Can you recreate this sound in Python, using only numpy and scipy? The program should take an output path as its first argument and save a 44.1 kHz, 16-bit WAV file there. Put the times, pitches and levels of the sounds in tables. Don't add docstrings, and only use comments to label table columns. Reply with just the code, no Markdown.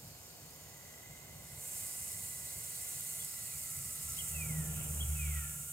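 import sys
import numpy as np
from scipy import signal
from scipy.fft import rfft, irfft
from scipy.io import wavfile
from scipy.ndimage import map_coordinates

SR = 44100
rng = np.random.default_rng(int(sys.argv[2]) if len(sys.argv) > 2 else 0)


def master(y):
    cut = np.clip(np.atleast_2d(y).T, -1, 1)
    pcm = np.round(cut * 32767)
    wavfile.write(sys.argv[1], SR, pcm.astype(np.int16))


N = 252252
T = np.arange(N) / SR
HZ = np.maximum(np.arange(N // 2 + 1) * SR / N, 1)
SIDES = np.array([[1], [-1]])

# time in seconds, level in dB before a trim.
FAR_RUSH = [(0, -63), (1.3, -62), (2.7, -64), (3.3, -66), (5.7, -68.5)]
# time in seconds, level in dB.
FAR_RUMBLE = [(0, -59), (.8, -61.5), (1.9, -57), (2.6, -57.5), (3.3, -60.5), (3.8, -56), (5.7, -55.5)]
# frequency in Hz, relative level in dB.
RUMBLE_COLOUR = [(20, -28), (36, -28), (52, -6), (75, -0.5), (115, 0), (160, 0), (200, -11), (300, -24)]
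# frequency in Hz, relative level in dB.
RUSH_COLOUR = [(120, -8), (220, 1), (330, -2), (480, 1), (720, -0.5), (1000, -6), (1500, -11),
               (3000, -10.5), (6000, -42)]
# centre frequency in Hz, level in dB.
HUM_TONES = [(595, -83), (714, -78), (774, -85), (1012, -87.5), (1072, -83.5)]
# full from in seconds, full until in seconds, boost in dB, rise and fall in dB per s.
PASS_SWELL = (4.5, 5, 1, 35, 49)
# time in seconds, firing rate in Hz before its waver.
ENGINE_HZ = [(3.8, 75.6), (4.65, 78.4), (4.95, 75.5), (5.4, 74.36)]
# time in seconds, firing tone in dB, octave in dB, both before trims.
EXHAUST = [(4.0, -64, -57.5), (4.046, -52, -62), (4.206, -60, -59), (4.31, -49, -55.5), (4.595, -47.5, -37),
           (4.642, -55, -47), (4.698, -55, -43.5), (5.054, -37, -51.5), (5.13, -38.5, -45),
           (5.388, -39, -47.5), (5.57, -58, -55), (5.72, -68, -61)]

# start in seconds, level in dB, pitch factor.
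ARCHES = [(3.188, -61, 1.06), (4.169, -51, 0.98), (4.991, -49, 1.01)]
# start in seconds, level in dB, pitch factor.
FALLS = [(3.45, -68, 0.98), (4.328, -53, 1.0), (5.145, -54, 0.98)]
# start in seconds, level in dB, pitch factor.
CHIPS = [(4.09, -50, 1.0)]
# seconds after the start, Hz before the pitch factor, dB against the note.
ARCH_SHAPE = [(0, 2700, -9), (.012, 3090, -1), (0.02, 3280, 4), (0.032, 3274, 5), (.04, 3030, 4),
              (.047, 2870, -13)]
# seconds after the start, Hz before the pitch factor, dB against the note.
CHIP_SHAPE = [(0, 7500, -8), (.012, 6600, 4), (.028, 5900, -5), (.05, 5200, -17), (.06, 5000, -35)]
# seconds after the start, Hz before the pitch factor, dB against the note.
FALL_SHAPE = [(0, 2735, -9), (.025, 2684, 3), (.075, 2493, 5), (.11, 2340, 4), (.138, 2278, -1),
              (.152, 2244, -14), (.165, 2200, 0), (.197, 2032, -2.5), (.245, 1930, -3.5), (.31, 1790, -9),
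              (.39, 1730, -16.5), (.48, 1615, -25)]
# delay in seconds, level in dB.
BIRD_ECHOES = [(.0041, -14), (.0113, -11)]

# middle in seconds, Gaussian spread in seconds, centre in Hz, level in dB.
STEPS = [(4.802, 0.072, 2670, -58.5), (5.32, 0.14, 2450, -56.5)]

# centre in Hz, half-width in Hz, mean level in dB.
WALL_RINGS = [(4020, 520, -68.5), (4520, 180, -69), (5190, 210, -65.5)]
# centre in Hz, half-width in Hz, mean level in dB.
SOIL_RINGS = [(4460, 300, -70.5), (5096, 130, -70), (7100, 500, -68)]
# full from in seconds, full until in seconds, level in dB,
# rise and fall in dB per s.
HISS_SWELL = (1.9, 4.2, 0, 18, 32)
# full from in seconds, full until in seconds, level in dB, rise and fall in dB per s.
SOIL_SWELL = (0, 0.44, 0, 0, 16)

# full from in seconds, full until in seconds, level in dB, rise and fall in dB per s.
UPPER_SWELL = (.88, 4.4, -65.2, 29, 22)
# full from in seconds, full until in seconds, level in dB, rise and fall in dB per s.
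LOWER_SWELL = (4.25, 5.63, -65.8, 6, 25)
# time in seconds, frequency in Hz.
LOWER_PITCH = [(2.8, 1425), (3.9, 1311), (4.5, 1375), (5.4, 1392)]

# centre in Hz, half-width in Hz, level in dB before the swell.
ROSE_RINGS = [(6460, 140, -73.5), (6870, 170, -68), (7570, 150, -66), (8480, 180, -70), (8960, 150, -70.5)]
# full from in seconds, full until in seconds, level in dB, rise and fall in dB per s.
RING_SWELL = (0.9, 3.3, 0.5, 4, 1)
# frequency in Hz, relative level in dB.
JET_COLOUR = [(650, -14), (1100, -16), (1290, -22), (1450, -12.5), (1770, -14), (2010, -15.5),
              (2370, -17.5), (3400, -13), (4880, -11), (6030, -8.5), (7620, -5), (10800, -8), (13000, -3.5),
              (15700, -8)]

# time in seconds, peak of the tick in dB.
SPLATS = [(1.9112, -28), (2.1183, -25), (3.0086, -22.5), (3.2485, -21), (3.7894, -28.5), (4.121, -28.5),
          (4.928, -28.5)]

# time in seconds, patter level in dB before the layer levels.
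PATTER = [(1.68, -45.5), (1.76, -44), (2.29, -45), (2.37, -47), (3.03, -43.5), (3.2, -43), (3.31, -46),
          (3.72, -44), (3.95, -44.5), (4.31, -42.5), (4.49, -44.5), (4.82, -45), (5.08, -44), (5.4, -44.5),
          (5.6, -46), (5.72, -45.5)]
# centre in Hz, half-width in Hz, dB against the patter.
PLANT_RINGS = [(6940, 150, -16), (7600, 90, -15)]
# frequency in Hz, relative level in dB.
LEAF_COLOUR = [(1350, -32), (2300, -19), (2590, -19), (2810, -14.5), (3150, -22), (3580, -30.5),
               (4270, -36), (4780, -31), (5180, -19), (5610, -16), (6500, -7), (7300, -2), (7900, 3),
               (8800, 1.5), (11600, -4.5), (12900, -2), (14400, -2.5), (15700, -8.5)]
# frequency in Hz, relative level in dB.
SOIL_COLOUR = [(600, -20), (1000, 1.5), (1600, 1), (2400, 4.5), (3300, -3.5), (5000, -6.5), (8000, -1.5)]

# frequency in Hz, likeness from 0 to 1.
LIKENESS = [(60, .99), (130, .94), (290, .85), (560, .22), (1400, .68), (2100, .6), (3300, .5), (5200, 0),
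            (6200, .5), (7100, .965), (15000, .98)]
# frequency in Hz, radians by which left leads.
LEAD = [(340, 0), (1290, 1.58), (2100, 0.84), (2800, 1.87), (3900, 2.5), (5900, 4), (6900, 0)]
# frequency in Hz, left against right in dB.
SIDE_BALANCE = [(60, 0), (110, -1.5), (200, -0.5), (380, -0.5), (700, -1.0), (1290, -0.5), (2380, -1),
                (4400, 2), (8120, -2), (15000, -5.5)]

CUTOFF_HZ = 15800
ON_LEAVES_S, SWING_DB_PER_S = 1.67, 66
UPPER_HZ, WHISTLE_WANDER_HZ = 2023, 26
FLARE_S, FLARE_LENGTH_S, FLARE_DB = 5.4, .085, 8
GROUND_DELAY_S, GROUND_SWAY_S, GROUND_ECHO_DB = .0013, .00005, -11


def from_db(db):
    return 10 ** (np.asarray(db) / 20)


def rms_one(x):
    return x / np.sqrt(np.mean(x ** 2) + 1e-20)


def in_time(rows, t=T):
    s, *columns = np.transpose(rows)
    return [np.interp(t, s, c) for c in columns]


def over_hz(points):
    hz, value = np.transpose(points)
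    return np.interp(np.log(HZ), np.log(hz), value)


def colour(points):
    below = (.8 * points[0][0] / HZ) ** 8
    above = (.8 * HZ / points[-1][0]) ** 8
    return from_db(over_hz(points)) / np.sqrt(1 + below + above)


def resonance(hz, width_hz):
    return 1 / (1 + ((HZ - hz) / width_hz) ** 2)


def gaussian(middle_s, spread_s):
    return np.exp(-.5 * ((T - middle_s) / spread_s) ** 2)


def swell(start, end, level_db, rise_db_per_s, fall_db_per_s, t=T):
    rise = rise_db_per_s * np.maximum(start - t, 0)
    fall = fall_db_per_s * np.maximum(t - end, 0)
    return level_db - rise - fall


def drift(rate):
    count = N * 1000 // SR + 2
    hz = np.arange(count // 2 + 1) * 1000 / count
    slow = irfft(rfft(rng.standard_normal(count)) / (1 + (hz / rate) ** 2), count)
    return np.interp(T * 1000, np.arange(count), rms_one(slow))


def noise():
    return rng.standard_normal((2, N))


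def drops(per_s, size_db):
    sizes = from_db(size_db * np.minimum(rng.exponential(1, (2, N)), 6))
    signs = rng.choice([-1, 1], (2, N))
    return sizes * signs * (rng.random((2, N)) < per_s / SR)


def turns(hz):
    return 2 * np.pi * np.cumsum(hz) / SR


def sides_mix():
    alike, lead = np.clip(over_hz(LIKENESS), 0, .995), over_hz(LEAD)
    path = np.exp(.5j * SIDES * lead) / np.sqrt(1 + alike * np.cos(lead))
    return path * np.sqrt(1 + alike), path * SIDES * np.sqrt(1 - alike)


SHARED, APART = sides_mix()


def spread(pair, gain):
    shared, apart = rfft(pair) * gain
    out = irfft(shared * SHARED + apart * APART, N)
    return out / np.std(out.mean(axis=0))


def wandering(hz, width_hz, offset_hz):
    band = signal.hilbert(spread(noise(), resonance(hz, width_hz)))
    return np.real(band * np.exp(1j * turns(offset_hz)))


def street(rush_db=0.5, near_rumble_db=-49, near_rush_db=-60.0, lumpy_db=2.5):
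    near = from_db(swell(*PASS_SWELL))
    far_rumble = from_db(in_time(FAR_RUMBLE)[0] + lumpy_db * drift(8.7))
    far_rush = from_db(in_time(FAR_RUSH)[0] + rush_db)
    rumble_level = np.hypot(far_rumble, near * from_db(near_rumble_db))
    rush_level = np.hypot(far_rush, near * from_db(near_rush_db))
    rumble = rumble_level * spread(noise(), colour(RUMBLE_COLOUR))
    rush = rush_level * spread(noise(), colour(RUSH_COLOUR))
    hum = sum(from_db(db) * np.sqrt(2) * np.sin(turns(hz + 2 * drift(4.96))) for hz, db in HUM_TONES)
    return rumble + rush + hum


def engine(firing_db=0.4, octave_db=0.5, third_db=-28, waver=0.0063, rough_db=1.65, lead=0.08):
    first_db, second_db = in_time(EXHAUST)
    phase = turns(in_time(ENGINE_HZ)[0] * (1 + waver * drift(14.0))) + lead * SIDES
    near = np.interp(T, [3.3, 4.3], [.2, 1])
    levels = [first_db + firing_db, second_db + octave_db, second_db + third_db]
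    orders = sum(from_db(db + rough_db * drift(14)) * np.sin(k * phase) for k, db in enumerate(levels, 1))
    return near * np.sqrt(2) * orders


def song(notes, shape, flutter_db, rasp):
    out, tremble = np.zeros(N), 1 + rasp * drift(156.5)
    for start, level_db, pitch in notes:
        hz, db = in_time(shape, T - start)
        sounding = (T > start) & (T < start + shape[-1][0])
        strength = from_db(level_db + db + flutter_db * drift(63))
        out += sounding * strength * np.sin(turns(hz * pitch * tremble))
    return np.sqrt(2) * out


def bird(echo_db=-12, echo_t60=1.0):
    notes = song(ARCHES, ARCH_SHAPE, flutter_db=2.0, rasp=0.0115)
    notes += song(FALLS, FALL_SHAPE, flutter_db=2.5, rasp=.004)
    notes += song(CHIPS, CHIP_SHAPE, flutter_db=1.0, rasp=0.00467)
    notes = notes + sum(from_db(db) * np.interp(T - delay, T, notes) for delay, db in BIRD_ECHOES)
    scatter = noise()[:, :SR] * from_db(-60 * T[:SR] / echo_t60) * (T[:SR] > .015)
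    scatter /= np.sqrt(np.sum(scatter ** 2, axis=1, keepdims=True))
    direct = irfft(rfft(notes) * np.exp(.5j * SIDES * over_hz(LEAD)), N)
    return direct + from_db(echo_db) * signal.fftconvolve(scatter, notes[None], axes=1)[:, :N]


def steps(width_hz=480):
    out = 0
    for s, length, hz, db in STEPS:
        crackle = spread(drops(3000, 3.3), resonance(hz, width_hz))
        out = out + from_db(db) * gaussian(s, length) * crackle
    return out


def spatter(rings, level, wander_db=2.3, sway_hz=60):
    bands = 0
    for hz, width, db in rings:
        strength = from_db(db + wander_db * drift(6.9))
        bands = bands + strength * wandering(hz, width, sway_hz * drift(2.5))
    return from_db(swell(*level)) * bands


def whistle(hz, level_db, width_hz):
    middle = np.mean(hz)
    return from_db(level_db) * wandering(middle, width_hz, hz - middle)


def wand(waver_db=0.75):
    upper_db = swell(*UPPER_SWELL) + waver_db * drift(3)
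    flare_db = FLARE_DB * gaussian(FLARE_S, FLARE_LENGTH_S)
    lower_db = swell(*LOWER_SWELL) + waver_db * drift(5.5) + flare_db
    upper = whistle(UPPER_HZ + WHISTLE_WANDER_HZ * drift(3.05), upper_db, width_hz=64)
    return upper + whistle(in_time(LOWER_PITCH)[0], lower_db, width_hz=46)


def rose(jet_db=-57, wander_db=2.0, sway_hz=95):
    hiss = from_db(jet_db) * spread(drops(9000, 2.9), colour(JET_COLOUR))
    delay = GROUND_DELAY_S + GROUND_SWAY_S * drift(0.57)
    echo = np.array([map_coordinates(side, [(T - delay) * SR]) for side in hiss])
    rings = 0
    for hz, width, db in ROSE_RINGS:
        strength = from_db(db + wander_db * drift(1.5))
        rings = rings + strength * wandering(hz, width, sway_hz * drift(1.5))
    return hiss + from_db(GROUND_ECHO_DB) * echo + from_db(swell(*RING_SWELL)) * rings


def splats(splash_s=.001, splash_db=-12.5):
    clicks, splash_level = np.zeros(N), np.zeros(N)
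    for s, db in SPLATS:
        clicks[int(s * SR)] = from_db(db)
        splash_level += from_db(db + splash_db) * (T >= s) * np.exp(-np.abs(T - s) / splash_s)
    splash = splash_level * rng.standard_normal(N)
    bright = signal.butter(2, [7000, 15500], "band", fs=SR, output="sos")
    tick = signal.sosfilt(bright, signal.unit_impulse(64))
    return np.convolve(clicks / np.abs(tick).max() + splash, tick)[:N]


def leaves(per_s=15000, size_db=2.0, flutter_db=0.61, leaf_db=-.5, top_db=-5.0, soil_db=-20.5, split_hz=11000):
    level_db = in_time(PATTER)[0] - SWING_DB_PER_S * np.maximum(ON_LEAVES_S - T, 0)
    hits = drops(per_s, size_db)
    top = 1 / (1 + (split_hz / HZ) ** 16)
    body = from_db(leaf_db) * spread(hits, colour(LEAF_COLOUR) * (1 - top))
    spray = from_db(top_db) * spread(hits, colour(LEAF_COLOUR) * top)
    soil = from_db(soil_db) * spread(drops(2500, 3.3), colour(SOIL_COLOUR))
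    ring = sum(from_db(db) * spread(noise(), resonance(hz, width)) for hz, width, db in PLANT_RINGS)
    return from_db(level_db + flutter_db * drift(19)) * (body + spray + soil + ring)


def scene():
    behind = street() + engine() + bird()
    surfaces = spatter(WALL_RINGS, HISS_SWELL) + spatter(SOIL_RINGS, SOIL_SWELL)
    return behind + steps() + surfaces + wand() + rose() + splats() + leaves()


def record(dry):
    balance = from_db(.5 * SIDES * over_hz(SIDE_BALANCE))
    low_pass = np.clip((CUTOFF_HZ - HZ) / 120 + .5, 0, 1)
    return irfft(rfft(dry) * balance * low_pass, N)


dry = scene()
out = record(dry)
master(out)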